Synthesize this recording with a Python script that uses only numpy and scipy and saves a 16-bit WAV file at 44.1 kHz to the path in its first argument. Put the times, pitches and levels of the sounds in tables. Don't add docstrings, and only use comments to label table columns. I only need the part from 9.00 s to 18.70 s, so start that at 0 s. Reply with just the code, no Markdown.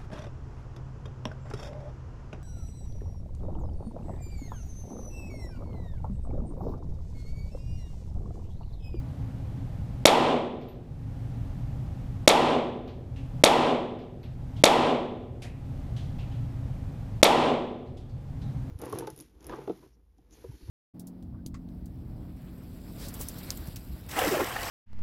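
import sys
import numpy as np
from scipy import signal
from scipy.fft import rfft, irfft
from scipy.io import wavfile
from scipy.ndimage import uniform_filter1d

SR = 44100
rng = np.random.default_rng(int(sys.argv[2]) if len(sys.argv) > 2 else 0)


def master(y):
    cut = np.clip(np.atleast_2d(y).T, -1, 1)
    pcm = np.round(cut * 32767)
    wavfile.write(sys.argv[1], SR, pcm.astype(np.int16))


N = 427769


def undb(db):
    return 10 ** (np.asarray(db) / 20)


def level(x, db):
    return x * undb(db) / np.sqrt(np.mean(x ** 2))


def seconds(size):
    return np.arange(size) / SR


def bins(size):
    return np.arange(size // 2 + 1) * SR / size


def lookup(hz, points):
    point_hz, value = np.transpose(points)
    return np.interp(np.log(np.maximum(hz, 1)), np.log(point_hz), value)


def noise(points, size):
    spectrum = rfft(rng.standard_normal(size)) * undb(lookup(bins(size), points))
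    return level(irfft(spectrum, size), 0)


def resonance(hz, width_hz, db, size):
    shape = 1 / (1 + ((bins(size) - hz) * 2 / width_hz) ** 2)
    return level(irfft(rfft(rng.standard_normal(size)) * shape, size), db)


def colour(x, points, size=4096):
    cepstrum = irfft(np.log(undb(lookup(bins(size), points))))
    cepstrum[1:size // 2] *= 2
    cepstrum[size // 2 + 1:] = 0
    impulse_response = irfft(np.exp(rfft(cepstrum)))
    return signal.fftconvolve(x, impulse_response)[:len(x)]


def fade(t, t60):
    return np.exp(-np.log(1000) * t / t60)


def add(out, start_s, x):
    i = int(round(start_s * SR))
    out[i:i + len(x)] += x[:max(len(out) - i, 0)]


# frequency in Hz, relative spectral density in dB.
AIR_SPECTRUM = [(12, -41.5), (20, -7.5), (82, -5.5), (124, -2), (194, -16), (270, -19), (302, -25),
                (445, -32.5), (497, -30.5), (540, -30), (818, -35), (1270, -42), (12000, -63.5),
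                (13400, -63.5), (15000, -68.5)]
# frequency in Hz, width in Hz, level in dB.
HUM_BANDS = [(118, 26, -44), (268, 13, -51), (812, 40, -65), (13200, 500, -84)]

def ventilation(air_db=-33.5, surge_db=1, bass_hz=200):
    surge = noise([(2, 0), (8, -40), (30, -120)], N)
    air = noise(AIR_SPECTRUM, N) * undb(air_db)
    bass = signal.sosfilt(signal.butter(2, bass_hz, fs=SR, output="sos"), air)
    hum = sum(resonance(hz, width_hz, db, N) for hz, width_hz, db in HUM_BANDS)
    return air + bass * (undb(surge_db * surge) - 1) + hum


# frequency in Hz, relative level in dB.
BLAST_SPECTRUM = [(50, -14), (160, -11), (280, 1.5), (400, -9.5), (600, 2.5), (790, -10.5), (1300, -18),
                  (1800, -18.5), (2250, -9.5), (2850, -18.5), (3700, -10), (5000, -17), (10500, -23),
                  (15000, -45.5)]
# frequency in Hz, width in Hz, boost in dB.
BOOTH_RESONANCES = [(1330, 61, 7.5), (2240, 200, 2.5), (3400, 340, 3.5), (5610, 160, 6.5), (6860, 90, 4.5)]

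def blast(t, length_s=0.0061, size=1024):
    gate = seconds(size) < length_s
    jumps = rng.standard_normal(size) * gate
    for _ in range(20):
        phase = np.angle(rfft(jumps))
        jumps = irfft(np.exp(1j * phase)) * gate
    wave = colour(np.pad(jumps, (0, len(t) - size)), BLAST_SPECTRUM)
    for hz, width_hz, db in BOOTH_RESONANCES:
        ringing = signal.lfilter(*signal.iirpeak(hz, hz / width_hz, fs=SR), wave)
        wave = wave + (undb(db) - 1) * ringing
    return wave * np.sqrt(length_s * SR / np.sum(wave ** 2))


# delay in seconds, gain in dB.
WALL_ECHOES = [(0.019, -11), (0.0243, -8.5), (.036, -14.5)]

def near_walls(t, wave, scatter_db=-10, scatter_t60=0.23, slap_band_hz=(750, 4400)):
    scatter = rng.standard_normal(len(t)) * fade(t, scatter_t60)
    scatter *= undb(scatter_db) / np.sqrt(np.sum(scatter ** 2))
    out = signal.fftconvolve(wave, scatter)[:len(t)]
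    slap = signal.sosfilt(signal.butter(3, slap_band_hz, "bandpass", fs=SR, output="sos"), wave)
    for delay_s, db in WALL_ECHOES:
        add(out, delay_s, slap * undb(db))
    return out


# frequency in Hz, relative spectral density in dB.
ROAR_SPECTRUM = [(40, -15), (110, -15.5), (170, -9), (290, -2.5), (390, -0.5), (620, -3.5), (820, -3),
                 (1300, -13), (1500, -20.5), (3400, -19), (4700, -32), (6500, -40.5), (8300, -43),
                 (11000, -56), (15000, -71.5)]
# frequency in Hz, time to fall 60 dB in seconds.
REVERB_TIMES = [(100, 1), (240, 0.94), (560, 0.82), (900, 0.62), (1400, 0.62), (3400, 0.62), (5000, 0.51),
                (9000, 0.48), (13000, 0.31)]

def hall(t, roar_db=-21, round_trip_s=0.23, build_db=12, onset_s=0.0081, return_db=2, return_width_s=0.047):
    spectrum, roar = rfft(noise(ROAR_SPECTRUM, len(t))), 0
    centres = np.transpose(REVERB_TIMES)[0]
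    for share, (_, t60) in zip(np.eye(len(centres)), REVERB_TIMES):
        band_shape = lookup(bins(len(t)), np.column_stack([centres, share]))
        band = irfft(spectrum * band_shape, len(t))
        roar = roar + band * fade(t - round_trip_s, t60)
    onset = 1 - np.exp(-t / onset_s)
    build_up = undb(build_db * np.minimum(t / round_trip_s - 1, 0))
    far_end = undb(return_db * np.exp(-((t - 1.22 * round_trip_s) / return_width_s) ** 2))
    return roar * onset * build_up * far_end * undb(roar_db)


# frequency in Hz, relative level in dB.
ROOM_MODES = [(150, -34.5), (243, -23.5), (380, -32), (580, -29.5), (748, -29.5), (813, -31.5),
              (1005, -27.5)]

def standing_waves(t, build_s=0.17):
    rings = 0
    for hz, db in ROOM_MODES:
        tone = np.sin(2 * np.pi * (hz * t + rng.random()))
        rings = rings + undb(db) * tone * fade(t - build_s, lookup(hz, REVERB_TIMES))
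    return rings * (1 - np.exp(-(t / build_s) ** 2))


def flutter(t, delay_s=0.019, start_hz=290.6, limit_hz=1085, climb_s=0.048,
            gain_db=-14.5, attack_s=0.004, hold_s=0.043, t60=0.29, unevenness=0.5):
    age = np.maximum(t - delay_s, 0)
    hz = limit_hz + (start_hz - limit_hz) * np.exp(-age / climb_s)
    tone = np.sin(2 * np.pi * np.cumsum(hz) / SR)
    envelope = np.minimum(age / attack_s, 1) * fade(np.maximum(age - hold_s, 0), t60)
    roughness = 1 + unevenness * noise([(100, 0), (400, -40), (2000, -100)], len(t))
    return undb(gain_db) * tone * envelope * roughness


# start in seconds, gain in dB, lag of the bullet behind its blast in seconds.
PISTOL_SHOTS = [(1.0541, 16.5, 0.014), (3.2758, 15.5, .0149), (4.4373, 16.5, 0.012), (5.6377, 16, .0171),
                (8.2289, 18, 0.014)]

def pistol():
    t, out = seconds(size=65536), np.zeros(N)
    wave = blast(t)
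    report = wave + near_walls(t, wave) + hall(t) + standing_waves(t) + flutter(t)
    for start_s, db, _ in PISTOL_SHOTS:
        add(out, start_s, undb(db) * report)
    return out


# frequency in Hz, relative level in dB.
SNAP_SPECTRUM = [(2000, -19.5), (5000, -14.5), (7200, 0.5), (10500, -6), (15000, -17)]

def bullets(snap_db=6.5, size=48):
    out = np.zeros(N)
    for start_s, _, lag_s in PISTOL_SHOTS:
        snap = noise(SNAP_SPECTRUM, size=2048)[:size] * np.linspace(1, 0, size)
        add(out, start_s + lag_s, level(snap, snap_db))
    return out


# start in seconds, tick level in dB, ring level in dB.
CASE_LANDINGS = [(1.611, -47, -61), (1.685, -52, -48), (3.877, -45.5, -63), (4.989, -47, -66),
                 (5.231, -49.5, -60), (7.183, -60, -69), (8.665, -54, -63)]
# frequency in Hz, relative level in dB.
TICK_SPECTRUM = [(1000, -6.5), (2500, 0), (4000, -2), (6000, -16), (10000, -41), (15000, -34)]

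def cases(ring_hz=11900, spread_hz=70, tick_t60=0.37, ring_t60=0.16):
    t, out = seconds(size=16384), np.zeros(N)
    for start_s, tick_db, ring_db in CASE_LANDINGS:
        hz = ring_hz + spread_hz * rng.standard_normal()
        tick = undb(tick_db) * noise(TICK_SPECTRUM, len(t)) * fade(t, tick_t60)
        ring = undb(ring_db) * np.sin(2 * np.pi * hz * t) * fade(t, ring_t60)
        add(out, start_s, tick + ring)
    return out


# start in seconds, level in dB, ring frequency in Hz, click t60 in seconds.
GUN_CLICKS = [(4.159, -50, 2610, 0.42), (5.561, -55, 3320, 0.57), (6.419, -38.5, 2510, 0.23),
              (6.441, -43.5, 1920, .2), (6.962, -51, 3300, 0.53), (7.187, -54, 2700, 0.47),
              (7.312, -58.5, 3040, 0.5), (8.860, -57.5, 4000, .3), (8.969, -47.5, 3430, 0.22),
              (9.093, -57.5, 4490, .11), (9.415, -54.5, 3850, .14)]
# frequency in Hz, relative level in dB.
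KNOCK_SPECTRUM = [(200, -10.5), (650, 3.5), (1100, -11.5), (2500, -30.5), (8000, -61)]

def handling(ring_db=-10, ring_t60=0.55, ring_width_hz=500, knock_t60=0.4, rise_s=0.0025,
             soft_click_db=-48.5, brightening=0.55):
    t, out = seconds(size=32768), np.zeros(N)
    onset = 1 - np.exp(-t / rise_s)
    for start_s, db, hz, t60 in GUN_CLICKS:
        treble_db_per_octave = -12.5 + brightening * (db - soft_click_db)
        treble_db = treble_db_per_octave * np.log2(11500 / hz)
        spectrum = [(hz / 4, -16), (hz / 2, -11), (hz, 0), (11500, treble_db), (15500, -45)]
        click = noise(spectrum, len(t)) * fade(t, t60)
        ring = resonance(hz, ring_width_hz, ring_db, len(t)) * fade(t, ring_t60)
        knock_db = -5.5 - 17 * np.log2(hz / 2400)
        knock = undb(knock_db) * noise(KNOCK_SPECTRUM, len(t)) * fade(t, knock_t60)
        add(out, start_s, undb(db) * (click + ring + knock) * onset)
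    return out


def scene():
    return (pistol() + bullets() + cases() + handling() + ventilation())[None]


def gain_control(x, ceiling_db=-5.5, recovery_db_per_s=19.5, window_samples=265, ahead_samples=400):
    power = np.maximum(uniform_filter1d(x ** 2, window_samples), 1e-12)
    over_db = np.maximum(10 * np.log10(power) - ceiling_db, 0)
    over_db = np.pad(over_db[ahead_samples:], (0, ahead_samples))
    climb_db = recovery_db_per_s * seconds(len(x))
    cut_db = np.maximum.accumulate(over_db + climb_db) - climb_db
    return x * undb(-cut_db)


def record(dry, top_hz=15000):
    clipped = np.clip(gain_control(dry[0]), -1, 1)
    top_cut = signal.ellip(8, 0.2, 70, top_hz, fs=SR, output="sos")
    return signal.sosfilt(top_cut, clipped)[None]


dry = scene()
out = record(dry)
master(out)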